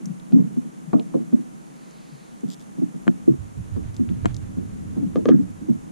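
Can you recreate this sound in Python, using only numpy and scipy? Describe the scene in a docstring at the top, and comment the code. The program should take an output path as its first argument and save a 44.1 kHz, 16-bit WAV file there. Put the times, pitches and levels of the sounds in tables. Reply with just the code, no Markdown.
"""Knocks boom through the hollow hull of a plastic kayak as an angler shifts about and stows gear.
The place is a calm lake; two microphones ride close by on a camera pole, and each knock runs up the
pole and shakes them in opposite directions. On board, small tackle ticks, knees and elbows bump,
hard gear clacks, cloth scuffs, a line slides and rasps, and a plastic box snaps down.
Half way through, a light wind rises on the microphones."""
import sys
import numpy as np
from scipy import signal
from scipy.fft import rfft, irfft, next_fast_len
from scipy.io import wavfile
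from scipy.ndimage import uniform_filter1d

SR = 44100
rng = np.random.default_rng(int(sys.argv[2]) if len(sys.argv) > 2 else 0)


def log_audio(samples):
    """Write samples as a 16-bit WAV file to the path given in sys.argv[1]."""
    # one column per channel
    frames = np.atleast_2d(samples).T
    # limit to full scale, then quantise
    limited = np.clip(frames, -1, 1)
    pcm = np.round(limited * 32767).astype(np.int16)
    wavfile.write(sys.argv[1], SR, pcm)


N = 260631
TIME = np.arange(N) / SR
AGE = TIME[:SR // 2]  # seconds since the start of one short event
OPPOSED = np.array([[1], [-1]])  # left and right microphone in opposite phase


def from_db(db):
    """Decibels to gain."""
    return 10 ** (np.asarray(db) / 20)


def rms_one(x):
    """Scale to rms 1."""
    return x / np.sqrt(np.mean(x ** 2) + 1e-20)


def peak_one(x):
    """Scale to peak 1."""
    return x / (np.abs(x).max() + 1e-20)


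def level(rows):
    """Gain over time from rows of t/s, level/dB."""
    return from_db(np.interp(TIME, *np.transpose(rows)))


def swell(peak_s, width_s):
    """A bell-shaped rise and fall of height 1."""
    return np.exp(-((TIME - peak_s) / width_s) ** 2)


def panned(x, pan_db):
    """Make the left microphone pan_db louder than the right."""
    return x * from_db(OPPOSED * pan_db / 2)


def stereo(mid, side, side_db):
    """Both microphones share the mid signal and get the side signal in opposite phase."""
    return mid + from_db(side_db) * OPPOSED * side


def add(out, s, sound):
    """Mix a stereo sound in at time s."""
    start = max(round(s * SR), 0)
    out[:, start:start + sound.shape[-1]] += sound[:, :N - start]


def coloured(x, colour):
    """Minimum-phase filter that follows rows of f/Hz, level/dB and falls 18 dB an octave beyond them."""
    size = 2 * next_fast_len(x.shape[-1] // 2 + 2048)
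    hz, db = np.transpose(colour)
    bins = np.maximum(np.arange(size // 2 + 1) * SR / size, 1)
    octaves_outside = np.maximum(np.log2(hz[0] / bins), 0) + np.maximum(np.log2(bins / hz[-1]), 0)
    curve_db = np.interp(np.log(bins), np.log(hz), db) - 18 * octaves_outside
    cepstrum = irfft(np.log(from_db(curve_db)))
    cepstrum[1:size // 2] *= 2  # folded forward, so nothing sounds before its cause
    cepstrum[size // 2 + 1:] = 0
    return irfft(rfft(x, size) * np.exp(rfft(cepstrum)))[..., :x.shape[-1]]


def noise(colour, shape=N):
    """Steady noise with the given spectrum."""
    return coloured(rng.standard_normal(shape), colour)


def softened(x, hz, order):
    """Low-pass: a soft contact passes only the frequencies below hz."""
    return signal.sosfilt(signal.butter(order, min(hz, SR / 4), fs=SR, output="sos"), x)


def no_bass(x, edge_hz=136, order=7):
    """A steep low cut, like a camera's wind filter, takes the deep bass out of the knocks and hum."""
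    return signal.sosfilt(signal.cheby1(order, 1, edge_hz, "high", fs=SR, output="sos"), x)


def ring(force, hz, t60):
    """One mode: a unit click sets a sine of height 1 ringing."""
    decay = from_db(-60 / (t60 * SR))
    step = 2 * np.pi * hz / SR
    return signal.lfilter([0, np.sin(step)], [1, -2 * decay * np.cos(step), decay ** 2], force + 1e-18)


def evened(force):
    """Give a burst the same energy at every pitch, so that no single mode sticks out."""
    spectrum = rfft(force, 2 * len(force))
    return np.linalg.norm(force) * irfft(spectrum / (np.abs(spectrum) + 1e-12))[:len(force)]


def contact(t60, rattle):
    """A click followed by a dying rattle; rattle is its strength against the click."""
    chatter = rng.standard_normal(len(AGE)) * from_db(-60 * AGE / t60)
    burst = (AGE == 0) + rattle * chatter / np.linalg.norm(chatter)
    return evened(burst) * np.exp(-(AGE / t60) ** 2)


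# Far air and hiss, in phase at the two microphones: f/Hz, relative level/dB
AIR_MID = [(60, 7), (105, -39), (150, 12), (400, 6.5), (700, 0.5), (1300, -3), (3000, -8.5), (5000, -13.5),
           (6800, -5.5), (8100, -12.5), (8550, -8.5), (9000, -10.5), (10500, -13.5), (15000, -28)]
# The same, in opposite phase: f/Hz, relative level/dB
AIR_SIDE = [(105, -12), (160, -30), (400, 0.5), (800, -0.5), (1400, -7.5), (2400, -16.5), (3900, -27.5),
            (5200, -24.5), (6800, -18.5), (8000, -22), (10500, -23.5), (12000, -30), (15000, -40)]
# Camera electronics, right at the microphones: f/Hz, level/dB before panning
WHINE_TONES = [(10406, -73.5), (13593, -105)]
def background(mid_db=-54.5, side_db=-51):
    """Far open-air noise over the lake, microphone hiss and a thin electronic whine."""
    mid = from_db(mid_db) * rms_one(noise(AIR_MID))
    side = rms_one(noise(AIR_SIDE))
    whine = sum(np.sqrt(2) * from_db(db) * np.sin(2 * np.pi * hz * TIME) for hz, db in WHINE_TONES)
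    return panned(stereo(mid, side, side_db) + whine, pan_db=-1)


# Hum of the hull under the pole: t/s, relative level/dB
HUM_LEVEL = [(0.0, -37.5), (0.16, -48), (0.54, -41.5), (0.67, -47), (0.94, -48.5), (1.12, -41.5),
             (1.71, -50.5), (2.19, -53.5), (3.27, -44.5), (3.34, -50), (4.92, -42), (5.22, -39.5),
             (5.73, -50.5), (5.91, -43)]
# The part that rocks the microphones in opposite directions: f/Hz, relative level/dB
HUM_ROCKING = [(130, -19), (150, -8.5), (200, 2), (255, -0.5), (290, -21), (325, -3), (380, -27),
               (600, -29.5)]
# The part that reaches both alike: f/Hz, relative level/dB
HUM_IN_PHASE = [(130, -6.5), (150, -0.5), (187, 0.5), (225, -7.5), (260, -7.5), (303, -8.5), (370, -17.5),
                (600, -33.5)]
def hull_hum(rocking_db=8, in_phase_db=-1):
    """Ripples and small shifts of weight keep the hull humming."""
    rocking = rms_one(no_bass(noise(HUM_ROCKING)))
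    in_phase = rms_one(no_bass(noise(HUM_IN_PHASE)))
    return level(HUM_LEVEL) * stereo(from_db(in_phase_db) * in_phase, rocking, rocking_db)


# Breeze at the top of the pole: t/s, relative level/dB
BREEZE_LEVEL = [(0, -60), (1.7, -73), (2.8, -63), (3.1, -60), (3.3, -52.5), (4.6, -43.5), (5.4, -46),
                (5.91, -52.5)]
# Gusts across the microphones: t/s, hold/s, relative level/dB
WIND_GUSTS = [(3.391, 0.02, -38), (3.581, 0.0063, -33), (3.703, 0.2, -38.5), (3.985, 0.02, -43.5),
              (4.093, 0.32, -36)]
def wind_strength(attack_s=0.012, release_s=0.039):
    """Each gust rises, holds and dies away on top of the breeze."""
    gusts = 0
    for start, hold, db in WIND_GUSTS:
        before = np.maximum(start - TIME, 0)
        after = np.maximum(TIME - start - hold, 0)
        gusts += from_db(db) * np.exp(-before / attack_s - after / release_s)
    return np.hypot(level(BREEZE_LEVEL), gusts)


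# Wind rumble right on the microphone ports: f/Hz, relative level/dB
RUMBLE_SPECTRUM = [(20, 0.5), (35, 8), (55, -15), (90, -7), (130, 0.5), (250, -14.5), (600, -34.5),
                   (1500, -31), (4000, -40.5)]
# Low buffeting at the ports: f/Hz, relative level/dB
BUFFET_SPECTRUM = [(45, -30.5), (70, -10.5), (91, -2.5), (112, -4), (160, -22.5), (260, -39)]
def wind(rumble_db=-3, buffet_db=4.5, lumps_db=8, buffet_onset_db=-60):
    """Lumpy turbulence at each port; once the wind is up it also buffets, mostly on the right."""
    eddies = rms_one(noise([(2, 27.5), (14, 29.5), (30, -17)]))
    lumps = from_db(lumps_db * np.tanh(eddies))
    rumble = from_db(rumble_db) * rms_one(lumps * noise(RUMBLE_SPECTRUM, (2, N)))
    buffet = from_db(buffet_db) * rms_one(noise(BUFFET_SPECTRUM, (2, N)))
    strength = wind_strength()
    buffet_share = strength / (strength + from_db(buffet_onset_db))
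    return strength * (panned(rumble, pan_db=-3) + buffet_share * panned(buffet, pan_db=-10))


# Small tackle, close by and a little to the right: t/s, level/dB, lower f/Hz, upper f/Hz, t60/s
TACKLE_TICKS = [(0.0571, -30.5, 5800, 6500, 0.022), (0.199, -45.5, 3400, 4000, 0.022),
                (0.323, -42, 2500, 4800, 0.013), (0.9967, -32.5, 2500, 4000, 0.041),
                (1.9096, -44, 5800, 7400, .02), (2.4075, -45, 6250, 7700, 0.016),
                (3.944, -41, 3500, 7200, 0.016), (3.966, -32, 3500, 7140, 0.033),
                (4.09, -36, 1390, 3500, 0.024), (4.3444, -32.5, 3480, 7040, 0.016),
                (4.3661, -28.5, 3640, 7400, 0.019), (5.318, -30, 1240, 1770, 0.1)]
def tackle_ticks(sag_db=-1, skirt_db=-14.5, skirt_ratio=1.22):
    """Tiny bright clicks, each ringing in the band between two notes of its own."""
    out = np.zeros((2, N))
    for s, db, low_hz, high_hz, t60 in TACKLE_TICKS:
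        band = [(low_hz / skirt_ratio, skirt_db), (low_hz, 0), (np.sqrt(low_hz * high_hz), sag_db),
                (high_hz, 0), (high_hz * skirt_ratio, skirt_db)]
        mid, side = (peak_one(coloured(contact(t60, rattle=0.96), band)) for _ in range(2))
        add(out, s, panned(from_db(db) * stereo(mid, side, side_db=-7), pan_db=-2))
    return out


# Knee and elbow on the hull, each to one side: t/s, level/dB before panning, f/Hz, left over right/dB
BODY_BUMPS = [(0.062, -36.5, 177, 31), (0.093, -31.5, 175.4, 28), (0.384, -35, 153, 25),
              (0.87, -37.5, 156, 26), (2.116, -43.5, 140, 22), (3.29, -29.5, 122, -28.5),
              (3.584, -32.5, 162, -10), (5.056, -25, 180, 16.5)]
def body_bumps(swell_s=0.0039):
    """Dull, padded bumps swell and die within a few cycles."""
    out = np.zeros((2, N))
    for s, db, hz, pan_db in BODY_BUMPS:
        push = (AGE / swell_s) ** 2 * np.exp(-AGE / swell_s)
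        bump = peak_one(no_bass(push * np.sin(2 * np.pi * hz * AGE)))
        add(out, s, panned(from_db(db) * bump, pan_db))
    return out


def shaken_housing(x, lag_s=0.000099):
    """Vibration of the housing reaches the right microphone inverted and a little late."""
    age = TIME[:len(x)]
    return np.array([x, -np.interp(age - lag_s, age, x, left=0)])


# Modes of the deck, heard from the pole: f/Hz, rocking level/dB, in-phase level/dB, t60/s
DECK_MODES = [(218, -12, -15.5, 0.077), (316, -6, -19, 0.046), (417, -25, -27, 0.043),
              (587, -43, -32, 0.0072), (700, -18.5, -35, 0.053), (910, -14, -21.5, 0.0071),
              (1195, -18, -28, 0.0081), (1405, -42, -38.5, 0.087), (1620, -17, -46, 0.0094),
              (2500, -38, -34, 0.029), (3200, -26, -49, 0.011), (4000, -32, -21.5, 0.0046),
              (6600, -30.5, -36, 0.0061), (7460, -38, -13, 0.0085)]
# Hard contacts near the microphones, where gear lands on the deck or a hull blow strikes hard at first: t/s,
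# strength/dB, chatter t60/s, # contact cut-off f/Hz, in-phase gain/dB, the piece's own f/Hz, its level/dB
HARD_CLACKS = [(0.3212, -29, 0.021, 1000, 14, 685, -9), (0.931, -17.5, 0.031, 1350, 8, 1060, -8.5),
               (1.14, -26, 0.016, 1170, 9, 1000, -6), (1.325, -29, 0.027, 900, 14.5, 1010, -14.5),
               (3.0695, -18.5, 0.0052, 1250, 12, 1500, -22), (3.0788, -2, 0.014, 2800, -9.5, 1430, -12),
               (3.275, -29.5, 0.011, 620, 11.5, 450, -13), (4.2474, -13, 0.016, 1290, 1, 1010, -15),
               (4.2566, -3, 0.018, 6630, -10.5, 1020, -9), (4.976, -32, 0.02, 900, -1, 700, -0.5)]
def hard_clacks(shudder_db=-28, rattle_per_s=45, piece_in_phase_db=-7):
    """A hard contact chatters and rings the deck; the piece that lands adds a short note of its own."""
    out = np.zeros((2, N))
    for s, db, t60, contact_hz, air_db, piece_hz, piece_db in HARD_CLACKS:
        shudder = from_db(shudder_db) * softened(contact(t60=0.09, rattle=0.91), hz=800, order=2)
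        force = softened(contact(t60, rattle_per_s * t60) + shudder, contact_hz, order=2)
        rocking = from_db(piece_db) * ring(force, piece_hz, t60=0.012)
        in_phase = from_db(piece_in_phase_db) * rocking
        for k, (hz, rocking_db, in_phase_db, mode_t60) in enumerate(DECK_MODES):
            mode = ring(force, hz, mode_t60) * (-1) ** (k // 3)
            rocking += from_db(rocking_db) * mode
            in_phase += from_db(in_phase_db) * mode
        clack = shaken_housing(rocking) + from_db(air_db) * in_phase
        add(out, s, from_db(db) * no_bass(clack, order=3))
    return out


# Modes of the hollow hull and the pole: f/Hz, rocking level/dB, in-phase level/dB, t60/s
HULL_MODES = [(153.8, -15, -5.5, 0.075), (183.9, -4, -2.5, 0.16), (225, 1.5, -6, 0.11),
              (255, 5.5, -6.5, 0.096), (300, -9, 0, 0.17), (335, 4.5, -5.5, 0.088), (416, -14, -14, 0.052),
              (444, -4, -2.5, 0.087), (510, -8, -13.5, 0.1), (600, -4, -5, 0.099), (699, -0.5, 0, 0.068),
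              (810, -3, -18, 0.036), (1066, -20, 14, 0.01), (1200, 9, -17, 0.026)]
def hull(force, favoured_hz, favour_db, favour_octaves=0.43, detune=0.017, spread_db=3.5):
    """Rocking and in-phase ringing of the hull; the struck spot favours the modes near one pitch."""
    rocking, in_phase = 0, 0
    for k, (hz, rocking_db, in_phase_db, t60) in enumerate(HULL_MODES):
        nearness = np.exp(-(np.log2(hz / favoured_hz) / favour_octaves) ** 2)
        mode = ring(force, hz * (1 + detune * rng.normal()), t60)
        mode *= from_db(favour_db * nearness + spread_db * rng.normal())
        rocking += mode * from_db(rocking_db) * (-1) ** k
        in_phase += mode * from_db(in_phase_db) * (-1) ** (k // 2)
    return rocking, in_phase


def rebounds(blows, delay_s=0.052, gain_per_drag_s=10, cutoff_ratio=0.92):
    """A blow comes back once, softer; the longer it leans on the hull, the stronger the return."""
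    return [(s + delay_s, db + 20 * np.log10(gain_per_drag_s * drag_s), hz * cutoff_ratio, drag_s, *spot)
            for s, db, hz, drag_s, *spot in blows]


# Blows on the hull, carried up the pole to the microphones: t/s, rocking peak level/dB,
# contact cut-off f/Hz, drag/s, in-phase against rocking/dB, favoured f/Hz, its lift/dB
HULL_BLOWS = [(0.326, 0.5, 230, 0.041, -12, 255, 3.5), (0.38, -13, 195, 0.038, -10, 175, 2),
              (0.568, -11, 254, 0.005, -14, 231, 6), (0.645, -25, 220, 0.012, -12, 200, 5),
              (0.931, -3, 600, 0.028, -11.5, 252, 5.5), (1.141, -7.5, 470, 0.026, -12, 197, 9),
              (1.328, -2.5, 260, 0.015, -18, 258, 5), (2.431, -17.5, 192, 0.014, -10, 190, -2),
              (2.472, -19.5, 200, 0.013, -14, 190, 10), (2.78, -17, 234, 0.0073, -11, 230, 4),
              (2.818, -9.5, 273, 0.0066, -15, 256, 5.5), (2.94, -21, 241, 0.019, -13, 229, 2),
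              (3.078, -5.5, 260, 0.0034, -19, 197, -6.5), (3.277, 0, 403, 0.01, -22.5, 378, 15),
              (3.301, -13, 280, 0.01, -16.5, 225, 15), (3.762, -18, 610, 0.024, -11.5, 213, 10.5),
              (3.992, -10, 223, 0.022, -18, 220, 8), (4.096, -13.5, 243, 0.024, -13.5, 215, 6),
              (4.25, -19, 220, 0.0024, -11.5, 225, -11), (4.568, -13.5, 304, 0.026, -12.5, 235, 5),
              (4.964, -13, 300, 0.042, -12, 244, 6.5), (5.024, -12.5, 266, 0.01, -17, 239, 7),
              (5.164, -8.5, 420, 0.025, -13, 217, 0), (5.261, -7.5, 390, 0.03, -16, 200, -9),
              (5.295, -0.5, 280, 0.021, -10.5, 240, 7.5), (5.328, -0.5, 228, 0.031, -11.5, 242, 8),
              (5.42, -23.5, 231, 0.04, -7.5, 187, 10), (5.611, -25, 233, 0.044, -4.5, 230, 2),
              (5.683, -6.5, 178, 0.021, -13, 214, 0.5)]
def hull_knocks(roughness=0.73):
    """Each blow lands and drags briefly; a soft contact wakes only the low modes."""
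    out = np.zeros((2, N))
    blows = HULL_BLOWS + rebounds(HULL_BLOWS)
    for s, db, contact_hz, drag_s, in_phase_db, favoured_hz, favour_db in blows:
        pressure = np.exp(-(AGE / drag_s) ** 2)
        drag = roughness * pressure * rng.standard_normal(len(AGE)) / np.sqrt(0.0023 * SR)
        blow = evened((AGE == 0) + drag) * np.exp(-(AGE / (2 * drag_s)) ** 2)
        force = no_bass(softened(blow, contact_hz, order=3))
        rocking, in_phase = hull(force, favoured_hz, favour_db)
        boom = OPPOSED * peak_one(rocking) + from_db(in_phase_db) * peak_one(in_phase)
        add(out, s, from_db(db) * boom)
    return out


# Cloth on plastic, close to the microphones: f/Hz, relative level/dB
CLOTH_SPECTRUM = [(250, -1), (450, 5.5), (800, -10.5), (1300, -10.5), (2200, -29), (5000, -27)]
def cloth_scuffs(brush_db=-56, db_per_octave=5.5, reference_hz=241, sleeve_db=-57.5, grain_db=3):
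    """Cloth catches and lets go with each blow, louder if it is harder; once a sleeve brushes longer."""
    pressure = from_db(sleeve_db) * swell(peak_s=5.02, width_s=0.15)
    for s, _, contact_hz, *_ in HULL_BLOWS:
        hardness_db = db_per_octave * np.log2(contact_hz / reference_hz)
        pressure += from_db(brush_db + hardness_db) * swell(peak_s=s + 0.0066, width_s=0.014)
    grain = from_db(grain_db * rms_one(noise([(20, -1), (150, -2), (400, 8)])))
    mid, side = rms_one(coloured(grain * rng.standard_normal((2, N)), CLOTH_SPECTRUM))
    return pressure * stereo(mid, side, side_db=-2)


# Fishing line sliding, centred between the microphones: f/Hz, relative level/dB
SLIDE_SPECTRUM = [(2000, -1), (3300, -6), (4100, 0), (5000, -5), (6500, -34)]
def sliding_line(db=-62):
    """The line slides smoothly in one swell of hiss."""
    return from_db(db) * swell(peak_s=2.01, width_s=0.33) * rms_one(noise(SLIDE_SPECTRUM))


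# Faint note of the same line, also centred: t/s, f/Hz
LINE_PITCH = [(1.85, 4790), (2.09, 4730), (2.18, 4200), (2.24, 3810), (2.4, 3770)]
def singing_line(db=-67, spread_hz=450):
    """A narrow band of the line's hiss falls in pitch as the line slows."""
    hz = np.interp(TIME, *np.transpose(LINE_PITCH))
    phase = 2 * np.pi * np.cumsum(hz) / SR
    cosine_gain, sine_gain = softened(rng.standard_normal((2, N)), spread_hz, order=2)
    band = rms_one(cosine_gain * np.cos(phase) + sine_gain * np.sin(phase))
    return from_db(db) * swell(peak_s=2.2, width_s=0.2) * band


# One jerk of the line, heard close: f/Hz, relative level/dB
JERK_SPECTRUM = [(2600, -9), (3100, 5), (3550, 10), (4200, 2), (5000, 8), (6000, 3), (7500, 8), (8600, -5),
                 (12500, -7), (15000, -19)]
# Runs of jerks: t/s, length/s, level/dB, spacing/s
LINE_RASPS = [(2.482, 0.012, -45, 0.005), (2.502, 0.003, -31.5, 0.0068), (2.513, 0.033, -37.5, 0.0052),
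              (2.594, 0.04, -45, 0.01)]
def rasping_line(jitter_s=0.0015):
    """The line sticks and slips, letting go in runs of small, uneven jerks."""
    out = np.zeros((2, N))
    for start, length, db, spacing_s in LINE_RASPS:
        for offset_s in np.arange(0, length, spacing_s):
            jerks = [contact(t60=0.015, rattle=2) for _ in range(2)]
            mid, side = (peak_one(coloured(jerk, JERK_SPECTRUM)) for jerk in jerks)
            s = start + offset_s + jitter_s * rng.normal()
            add(out, s, from_db(db) * stereo(mid, side, side_db=-6))
    return out


# Wall modes of a plastic box on board: f/Hz, relative level/dB, t60/s
BOX_MODES = [(486, -33, 0.019), (1235, -31, 0.015), (1700, -48, 0.13), (2720, -50, 0.054),
             (3220, -42, 0.062)]
# Its snap as it arrives at the microphones: f/Hz, relative level/dB
SNAP_SPECTRUM = [(120, -19.5), (280, 2.5), (400, -1), (520, 4.5), (700, -8), (900, -28), (1200, -11),
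                 (1500, -19), (2000, -22), (2400, -28.5), (3500, -27.5), (4800, -38.5), (6200, -34.5),
                 (11000, -75)]
# The box snapping down, close by: t/s, level/dB, t60/s
BOX_SNAPS = [(5.158, -13.5, 0.075), (5.2562, -11.5, 0.032), (5.2865, -11, 0.035), (5.2897, -7, 0.081)]
def box_snaps():
    """The box snaps down and its walls ring briefly, heard mostly through the air."""
    out = np.zeros((2, N))
    for s, db, t60 in BOX_SNAPS:
        forces = np.array([contact(t60, rattle=0.8) for _ in range(2)])
        walls = sum(from_db(mode_db) * ring(forces, hz, mode_t60) for hz, mode_db, mode_t60 in BOX_MODES)
        mid, side = (peak_one(coloured(snap, SNAP_SPECTRUM)) for snap in forces + walls)
        add(out, s, from_db(db) * stereo(mid, side, side_db=-11))
    return out


def scene():
    """Everything aboard as heard from the pole, over wind and the far air of the lake."""
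    surroundings = hull_hum() + wind() + background()
    angler = cloth_scuffs() + hull_knocks() + body_bumps()
    gear = hard_clacks() + box_snaps() + tackle_ticks()
    line = sliding_line() + rasping_line() + singing_line()
    return surroundings + angler + gear + line


def record(dry, limit_db=-1.0, release_db_per_s=25, cutoff_hz=15100):
    """Behind the microphones a limiter ducks on the loudest blows and recovers; the top is cut."""
    peak_db = 20 * np.log10(np.abs(dry).max(axis=0) + 1e-9)
    over_db = np.maximum(peak_db - limit_db, 0)
    recovery_db = release_db_per_s * TIME
    duck_db = np.maximum.accumulate(over_db + recovery_db) - recovery_db
    limited = dry * from_db(-uniform_filter1d(duck_db, size=128))
    return signal.sosfilt(signal.ellip(10, .1, 80, cutoff_hz, fs=SR, output="sos"), limited)


dry = scene()
out = record(dry)
log_audio(out)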